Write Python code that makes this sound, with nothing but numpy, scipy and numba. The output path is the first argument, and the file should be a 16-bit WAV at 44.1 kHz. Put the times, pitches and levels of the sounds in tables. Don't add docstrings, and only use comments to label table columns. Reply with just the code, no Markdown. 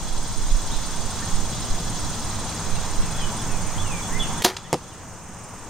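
import sys
import numpy as np
from scipy import signal
from scipy.fft import rfft, irfft, next_fast_len
from scipy.io import wavfile
from scipy.ndimage import uniform_filter1d, map_coordinates
from numba import njit

SR = 44100
rng = np.random.default_rng(int(sys.argv[2]) if len(sys.argv) > 2 else 0)


def wav_out(sig):
    wavfile.write(sys.argv[1], SR, np.round(np.clip(np.atleast_2d(sig).T, -1, 1) * 32767).astype(np.int16))


N = 251325

# start in seconds, relative level in dB, t60 in seconds.
BOW_CONTACTS = [(4.4212, -6, 0.0097), (4.423, -6.5, 0.037), (4.4454, 13, 0.003), (4.4475, 14.5, 0.004),
                (4.449, 15, 0.0081), (4.4503, 9, 0.004), (4.4538, 6, .004), (4.4655, 6, 0.004),
                (4.489, -2.5, 0.0085), (4.5, -9, 0.0095)]
# frequency in Hz, relative level in dB, t60 in seconds.
LIMB_MODES = [(230, -2, 0.076), (375, -4, 0.22), (584, -5.5, 0.085), (467, -10, .09), (716, 5.5, 0.07),
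              (963, -8, 0.17), (1130, -12, 0.034), (1440, -27, 0.072), (2140, -21, 0.08),
              (3530, -15, 0.072)]
# frequency in Hz, relative gain in dB.
CRACK_SPECTRUM = [(88, -24), (150, -12), (466, -7.5), (745, -14), (837, -10), (2450, -15), (3220, -12),
                  (4500, -10), (7000, -18), (11900, -20.5), (16000, -21)]
# frequency in Hz, t60 in seconds.
RATTLE_DECAY = [(200, 0.17), (1000, 0.29), (4000, 0.13), (9000, 0.11), (12000, .07), (15000, 0.04)]
# start in seconds, relative push level in dB,
# loss per later push in dB, relative tick level in dB.
ARROW_BLOWS = [(4.7295, 5.5, 4, 9.5), (4.7427, 0, 3.5, -2)]
# frequency in Hz, width in Hz, relative gain in dB.
TARGET_MODES = [(160, 27, 16), (373, 34, 1), (497, 39, 6.5), (835, 54, 5), (1210, 210, -8), (2160, 770, 1),
                (3270, 590, -10), (5100, 1500, 0.5)]
# frequency in Hz, t60 in seconds.
GARDEN_DECAY = [(200, 0.12), (1000, 0.11), (5000, 0.18), (14000, 0.16)]
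WOODS_DECAY = [(1500, 0.34), (4000, 0.41)]
# start and length in seconds, first and last pitch in Hz,
# first and last relative level in dB.
BIRD_WHISTLES = [(3.02, .1, 2800, 2520, -49, -52), (3.178, .1, 3450, 2930, -39, -45),
                 (3.14, .23, 2540, 2460, -55, -51), (3.48, .115, 2780, 2380, -49, -49),
                 (3.73, .045, 1800, 2150, -47, -46), (3.776, .02, 2900, 3400, -38, -37),
                 (2.755, .025, 2700, 2750, -47, -45), (3.65, .1, 2700, 2350, -56, -55),
                 (3.41, .035, 3300, 3000, -52, -53), (4.33, .065, 1450, 1650, -52, -47),
                 (3.805, .21, 3350, 2270, -46, -42), (4.09, .092, 1450, 2100, -51, -35),
                 (4.21, .075, 3350, 2500, -35, -50), (4.39, .04, 3400, 2850, -46, -50),
                 (4.4, .025, 1800, 2000, -40, -40), (4.65, .055, 3400, 2620, -42, -46),
                 (4.62, .075, 1500, 2020, -50, -38), (4.745, .05, 3000, 2550, -45, -42),
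                 (4.91, .04, 3300, 2700, -45, -49)]
# middle and length in seconds, relative level in dB.
BIRD_PIPS = [(3.155, .05, -43), (3.24, .04, -47), (3.3, .05, -46), (3.35, .03, -47), (3.395, .05, -45),
             (3.805, .035, -35), (3.92, .03, -46), (3.975, .03, -42), (4.035, .035, -42), (4.07, .025, -46),
             (4.208, .045, -28), (4.305, .03, -43), (4.34, .045, -45), (4.385, .04, -39),
             (4.595, .035, -40), (4.645, .035, -39), (4.725, .04, -33), (4.85, .03, -45), (4.89, .045, -42)]
# start and length in seconds, base pitch in Hz, relative level in dB.
BIRD_CHIPS = [(.708, .07, 3250, -43), (1.18, .09, 1350, -48), (2.72, .06, 3300, -44)]
# time in seconds, wing strokes so far.
CRICKET_STROKES = [(0.0371, 0), (1.2095, 24), (2.4003, 48), (2.7059, 54), (3.3247, 66), (3.6228, 72),
                   (4.2323, 84), (5.6951, 113)]
# centre in Hz, width in Hz, relative level in dB.
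KATYDID_BANDS = [(3387, 110, 0.5), (4030, 106, 1), (4660, 200, -4.5), (5250, 260, -4)]
# time in seconds, level in dB.
KATYDID_LEVELS = [(0, -43), (1, -44.5), (2, -43), (2.8, -45.5), (3.3, -44.5), (3.9, -64), (5.7, -56)]
FAR_INSECT_LEVELS = [(0, -42), (2, -41.5), (3.8, -45), (4.9, -41.5), (5.3, -50), (5.7, -49)]
# time in seconds, tyre level in dB, rumble level in dB.
TRAFFIC_LEVELS = [(0, -36.5, -35.5), (.6, -37.5, -36.5), (1.2, -36, -34), (2, -36, -33),
                  (3.2, -34.5, -32.5), (4, -35, -34), (4.6, -32.5, -31), (5.3, -32.5, -32.5),
                  (5.7, -32.5, -34)]
# frequency in Hz, relative density in dB.
RUMBLE_SPECTRUM = [(26, -48), (45, 2), (64, -4.5), (107, 1.5), (139, -7.5), (166, 0), (194, -7),
                   (231, -4.5), (263, -15), (300, -9.5), (360, -28), (470, -52), (790, -120)]
TYRE_SPECTRUM = [(190, -5), (330, -2), (371, -2), (525, -2.5), (564, -4), (931, 0.5), (2210, -12.5),
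                 (2900, -15), (3770, -25), (6380, -120)]
FAR_INSECT_SPECTRUM = [(1590, -58), (2700, -6.5), (3400, 0), (4700, -1.5), (6110, -2.5), (10300, -120)]
NEAR_INSECT_SPECTRUM = [(3500, -32), (4500, -15), (5300, -5.5), (5900, -2), (6500, 4), (7100, -2.5),
                        (7700, -0.5), (8300, -4.5), (9200, -10), (9900, -11.5), (10700, -29),
                        (11300, -19.5), (12500, -19), (15000, -18.5), (16000, -25)]
WIND_SPECTRUM = [(2, -24), (6, 4), (14, 2.5), (24, -3), (40, -16), (70, -29), (120, -87)]
# frequency in Hz, left-right correlation.
BED_CORRELATION = [(60, 0.77), (110, 0.99), (200, 0.93), (380, 0.85), (700, 0.94), (1290, 1), (2380, 0.96),
                   (4400, 0.51), (8120, 0.13), (15000, 0.042)]
# frequency in Hz, left over right in dB.
BED_BALANCE = [(60, 0), (180, 2.0), (550, 0), (1650, 0.0), (4970, -1.0), (15000, 0)]
# peak time in seconds, peak level in dB, length in seconds.
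WIND_GUSTS = [(.1, -23, 0.67), (0.424, -20, 0.069), (0.545, -9.5, 0.05), (0.747, -20.5, 0.064),
              (1.026, -30, 0.29), (1.384, -20, 0.084), (1.723, -14.5, 0.054), (1.856, -28, 0.17),
              (2.195, -39.5, 0.3), (2.746, -23, 0.11), (3.002, -19.5, 0.086), (3.214, -25, 0.093),
              (3.565, -33, 0.19), (3.803, -28, 0.3), (4.204, -21, 0.14)]


def bow(travel_s=4.437, slam_s=4.447, hiss_db=-8, rattle_db=24):
    cracks, t = np.zeros(N), np.arange(SR // 2) / SR
    for start_s, db, t60_s in BOW_CONTACTS:
        top_hz = 14000 / (1 + max(0, start_s - slam_s) / .06)
        crack = amp(db - 60 * t / t60_s) * rng.standard_normal(len(t))
        add(cracks, start_s, signal.lfilter(*signal.butter(2, top_hz, fs=SR), crack))
    rise = t[t < slam_s - travel_s] / (slam_s - travel_s)
    hiss = amp(hiss_db) * (.3 + .7 * rise) * rng.standard_normal(len(rise))
    noises = cracks + fence_echo(cracks)
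    add(noises, travel_s, hiss)
    buzz = noise_tails(RATTLE_DECAY)[0]
    knocks = amp(rattle_db + 4.7 * wobble(591)[:len(buzz)])
    add(noises, slam_s, knocks * buzz)
    return limbs(slam_s) + filtered(noises, lambda hz: amp(along(CRACK_SPECTRUM, hz) + 12.5))


def limbs(slam_s, gain_db=-2, build_cycles=.6):
    ring, t = np.zeros(N), np.arange(SR // 2) / SR
    for hz, db, t60_s in LIMB_MODES:
        drift_rad = np.cumsum(rng.normal(0, 0.017, len(t)))
        envelope = amp(gain_db + db - 60 * t / t60_s) * (1 - np.exp(-t * hz / build_cycles))
        add(ring, slam_s, envelope * np.sin(2 * np.pi * hz * t + drift_rad))
    return ring


def arrow(pushes_per_blow=4, whip_s=.0044, tick_t60_s=0.0024, slide_s=0.018, slide_db=-15):
    pushes, ticks, t = np.zeros(N), np.zeros(N), np.arange(SR // 20) / SR
    for start_s, push_db, loss_db, tick_db in ARROW_BLOWS:
        for k in range(pushes_per_blow):
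            period_ms = 1.25 + .3 * k
            swing = (-1) ** (k + 1) * np.sin(2 * np.pi * np.clip(t * 1000 / period_ms, 0, 1))
            add(pushes, start_s + whip_s * k * rng.normal(1, .05), amp(push_db - loss_db * k) * swing)
        add(ticks, start_s, amp(tick_db - 60 * t / tick_t60_s) * rng.standard_normal(len(t)))
    scrape = amp(slide_db) * np.clip(1.3 - (t / slide_s) ** 2, 0, 1) * rng.standard_normal(len(t))
    add(ticks, ARROW_BLOWS[0][0], scrape)
    ticks = signal.lfilter(*signal.butter(2, 8500, fs=SR), ticks)
    block = lambda hz: sum(amp(db) * 1j * hz * width_hz / (mode_hz ** 2 - hz ** 2 + 1j * hz * width_hz)
                           for mode_hz, width_hz, db in TARGET_MODES)
    return amp(-4) * pushes + filtered(amp(-6.5) * pushes + ticks, block) + amp(-7) * ticks


def fence_echo(cracks, distance_m=20.6, gain_db=-15, band_hz=(1300, 7160), smear_t60_s=0.0071):
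    echo, t = np.zeros(N), np.arange(SR // 2) / SR
    dulled = signal.lfilter(*signal.butter(2, band_hz, 'band', fs=SR), cracks)
    boards = amp(-60 * t / smear_t60_s) * rng.standard_normal(len(t))
    smeared = signal.fftconvolve(dulled, boards / np.linalg.norm(boards))[:N]
    add(echo, 2 * distance_m / 343, amp(gain_db) * smeared)
    return echo


def garden(x):
    tails = noise_tails(GARDEN_DECAY)
    return reverberate(x, (tails + 5.7 * tails[0]) / 3.8)


def bird_whistles(bend=1.9, edge_s=0.008):
    song = np.zeros(N)
    for start_s, length_s, first_hz, last_hz, first_db, last_db in BIRD_WHISTLES:
        t = np.arange(round(length_s * SR)) / SR
        hz = last_hz + (first_hz - last_hz) * (1 - t / length_s) ** bend
        blur_rad = np.cumsum(rng.normal(0, .04, len(t)))
        gate = np.clip(np.minimum(t, length_s - t) / edge_s, 0, 1)
        level = amp(first_db + (last_db - first_db) * t / length_s)
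        add(song, start_s, gate * level * np.sin(phase(hz) + blur_rad))
    return song


def bird_pips(pitch_hz=3400, faint_count=26, faint_from_s=3.1, faint_to_s=4.95):
    song = np.zeros(N)
    faint = [(faint_from_s + (faint_to_s - faint_from_s) * when, .035, -52 + 6 * (loudness - .5))
             for when, loudness in rng.random((faint_count, 2))]
    for middle_s, length_s, db in list(BIRD_PIPS) + faint:
        t = np.arange(round(length_s * SR)) / SR
        hz = pitch_hz * rng.normal(1, 0.006) + 1500 * rng.normal() * (t - length_s / 2)
        blur_rad = np.cumsum(rng.normal(0, .05, len(t)))
        add(song, middle_s - length_s / 2, amp(db) * np.hanning(len(t)) * np.sin(phase(hz) + blur_rad))
    return song


def bird_chips(step_s=.016, arch=.22, spread=0.03):
    song, t = np.zeros(N), np.arange(SR // 40) / SR
    for start_s, length_s, base_hz, db in BIRD_CHIPS:
        for at_s in np.arange(start_s, start_s + length_s, step_s):
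            scratch = 1 + .8 * unit(uniform_filter1d(rng.standard_normal(len(t)), size=90))
            hz = base_hz * (1 + arch * np.sin(np.pi * (at_s - start_s) / length_s))
            tone = np.sin(2 * np.pi * hz * rng.normal(1, spread) * t)
            add(song, at_s - t[-1] / 2, amp(db) * np.hanning(len(t)) * scratch * tone)
    return song


def bird(waver_db=2.5, woods_db=-1):
    song = np.sqrt(2) * (bird_whistles() + bird_pips() + bird_chips()) * amp(waver_db * wobble(35))
    return song + amp(woods_db) * reverberate(song, noise_tails(WOODS_DECAY))


def cricket(left_db=-37, right_db=-34.5, top_hz=8830, sag_hz=260, duty=0.43):
    times_s, counts = np.transpose(CRICKET_STROKES)
    lead_in = (times_s[0] - (times_s[1] - times_s[0]), -counts[1])
    strokes, = curves([lead_in] + list(CRICKET_STROKES))
    position = (strokes - np.round(strokes)) / (duty / 2)
    swell = np.clip(2.46 * (1 - np.abs(position)), 0, 1) ** 1.4
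    hz = top_hz - sag_hz * np.clip(position + 0.1, -1.3, 1.3) ** 2 + 15 * wobble(7.5)
    tone = amp(1.4 * wobble(22)) * swell * np.sin(phase(hz))
    return np.array([amp(left_db) * np.roll(tone, 1), amp(right_db) * tone])


def katydid(beat_hz=11.7, accent=0.33, depth=0.44):
    beat_rad = phase(beat_hz * (1 + 0.032 * wobble(2.0)))
    strokes = 1 + depth * np.cos(2 * beat_rad) + accent * np.cos(beat_rad)
    mid, side = rng.standard_normal((2, N))
    rasp = strokes * np.array([mid + .5 * side, mid - .5 * side])
    wings = lambda hz: sum(amp(db) * np.exp(-((hz - centre_hz) / width_hz) ** 2)
                           for centre_hz, width_hz, db in KATYDID_BANDS)
    return amp(curves(KATYDID_LEVELS)[0]) * unit(filtered(rasp, wings))


def traffic():
    tyre_db, rumble_db = curves(TRAFFIC_LEVELS)
    rumble = amp(rumble_db + 0.21 * wobble(4.0)) * noise_bed(RUMBLE_SPECTRUM, patchy_db=0.3)
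    tyres = amp(tyre_db + 0.067 * wobble(6.06)) * noise_bed(TYRE_SPECTRUM, patchy_db=0.8)
    return rumble + tyres


def insect_choirs(near_db=-36):
    far_db, = curves(FAR_INSECT_LEVELS)
    far = amp(far_db + 0.7 * wobble(12)) * noise_bed(FAR_INSECT_SPECTRUM, patchy_db=1.0)
    near = amp(near_db + 0.29 * wobble(10)) * noise_bed(NEAR_INSECT_SPECTRUM, patchy_db=0.64)
    return far + near


def wind(lull_db=-36, swing_db=2.5, gust_pan_db=-8.5, lull_pan_db=-2):
    t = np.arange(N) / SR
    gusts = sum(amp(db) * np.exp(-np.abs(2 * (t - peak_s) / length_s) ** 0.99)
                for peak_s, db, length_s in WIND_GUSTS)
    lull = amp(lull_db + swing_db * wobble(5))
    strength = gusts * pan(gust_pan_db) + lull * pan(lull_pan_db + 5.9 * wobble(10))
    return strength * noise_bed(WIND_SPECTRUM, patchy_db=0.4, correlation=[(10, 0.63)])


def noise_bed(spectrum, patchy_db, correlation=BED_CORRELATION):
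    bins = signal.stft(rng.standard_normal((2, N)), nperseg=512)[2]
    patches = uniform_filter1d(rng.standard_normal(bins.shape[1:]), size=6, axis=0)
    patches = uniform_filter1d(patches, size=12, axis=1)
    pair = signal.istft(bins * amp(patchy_db * unit(patches)), nperseg=512)[1][:, :N]
    angle = lambda hz: np.arccos(np.clip(along(correlation, hz), -1, 1)) / 2
    shape = lambda hz: amp(along(spectrum, hz)) * [np.cos(angle(hz)), np.sin(angle(hz))]
    mid, side = filtered(pair, shape)
    return unit(np.array([mid + side, mid - side]))


def noise_tails(decay):
    hz, t, bins = signal.stft(rng.standard_normal((2, SR // 2)), SR, nperseg=128)
    tails = signal.istft(bins * amp(-60 * t / along(decay, hz)[:, None]), SR, nperseg=128)[1]
    return tails / np.linalg.norm(tails[0])


def reverberate(x, tails):
    return signal.fftconvolve(x[None], tails, axes=1)[:, :N]


def amp(db):
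    return 10 ** (np.asarray(db) / 20)


def pan(left_over_right_db):
    return amp(left_over_right_db * np.array([[.5], [-.5]]))


def unit(x):
    return x / np.sqrt(np.mean(x ** 2) + 1e-20)


def phase(hz):
    return 2 * np.pi * np.cumsum(hz) / SR


def along(points, hz):
    knots_hz, values = np.transpose(points)
    return np.interp(np.log(hz + 1), np.log(knots_hz + 1), values)


def curves(rows):
    times_s, *columns = np.transpose(rows)
    return [np.interp(np.arange(N) / SR, times_s, column) for column in columns]


def wobble(knots_per_s):
    knots = rng.standard_normal(int(N * knots_per_s / SR) + 4)
    return map_coordinates(knots, [np.arange(N) * knots_per_s / SR])


def filtered(x, response):
    size = next_fast_len(N + SR // 2)
    return irfft(rfft(x, size) * response(np.fft.rfftfreq(size, 1 / SR)), size)[..., :N]


def add(track, start_s, sound):
    part = track[round(start_s * SR):][:len(sound)]
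    part += sound[:len(part)]


@njit
def gain_control(wanted_db, attack_s, climb_db_per_s, start_db):
    out_db, gain_db = np.empty(len(wanted_db)), start_db
    for i in range(len(wanted_db)):
        if wanted_db[i] < gain_db:
            gain_db += (wanted_db[i] - gain_db) / (attack_s * SR)
        else:
            gain_db = min(gain_db + climb_db_per_s / SR, wanted_db[i])
        out_db[i] = gain_db
    return out_db


def scene():
    shot, hit = bow(), arrow()
    blows = shot * pan(-.4) + amp(-12.5) * garden(shot) + hit * pan(-.6) + amp(-16) * garden(hit)
    singers = bird() + cricket() + katydid()
    beds = filtered(traffic() + insect_choirs(), lambda hz: pan(along(BED_BALANCE, hz)))
    return blows + singers + beds + wind()


def record(dry, knee_db=-24, slope=0.62, average_s=0.028, ahead_s=0.027, top_hz=15900):
    above_wind = filtered(dry.mean(0), lambda hz: hz > 150)
    smoothing = 1 / (average_s * SR)
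    power = signal.lfilter([smoothing], [1, smoothing - 1], above_wind ** 2)
    wanted_db = np.minimum(0, slope * (knee_db - 10 * np.log10(power + 1e-12)))
    wanted_db = np.interp(np.arange(N) + ahead_s * SR, np.arange(N), wanted_db)
    ducked = dry * amp(gain_control(wanted_db, attack_s=0.0022, climb_db_per_s=3.5, start_db=-2.5))
    clipped = ducked / (1 + np.abs(ducked) ** 6) ** (1 / 6)
    return filtered(clipped, lambda hz: hz < top_hz)


dry = scene()
out = record(dry)
wav_out(out)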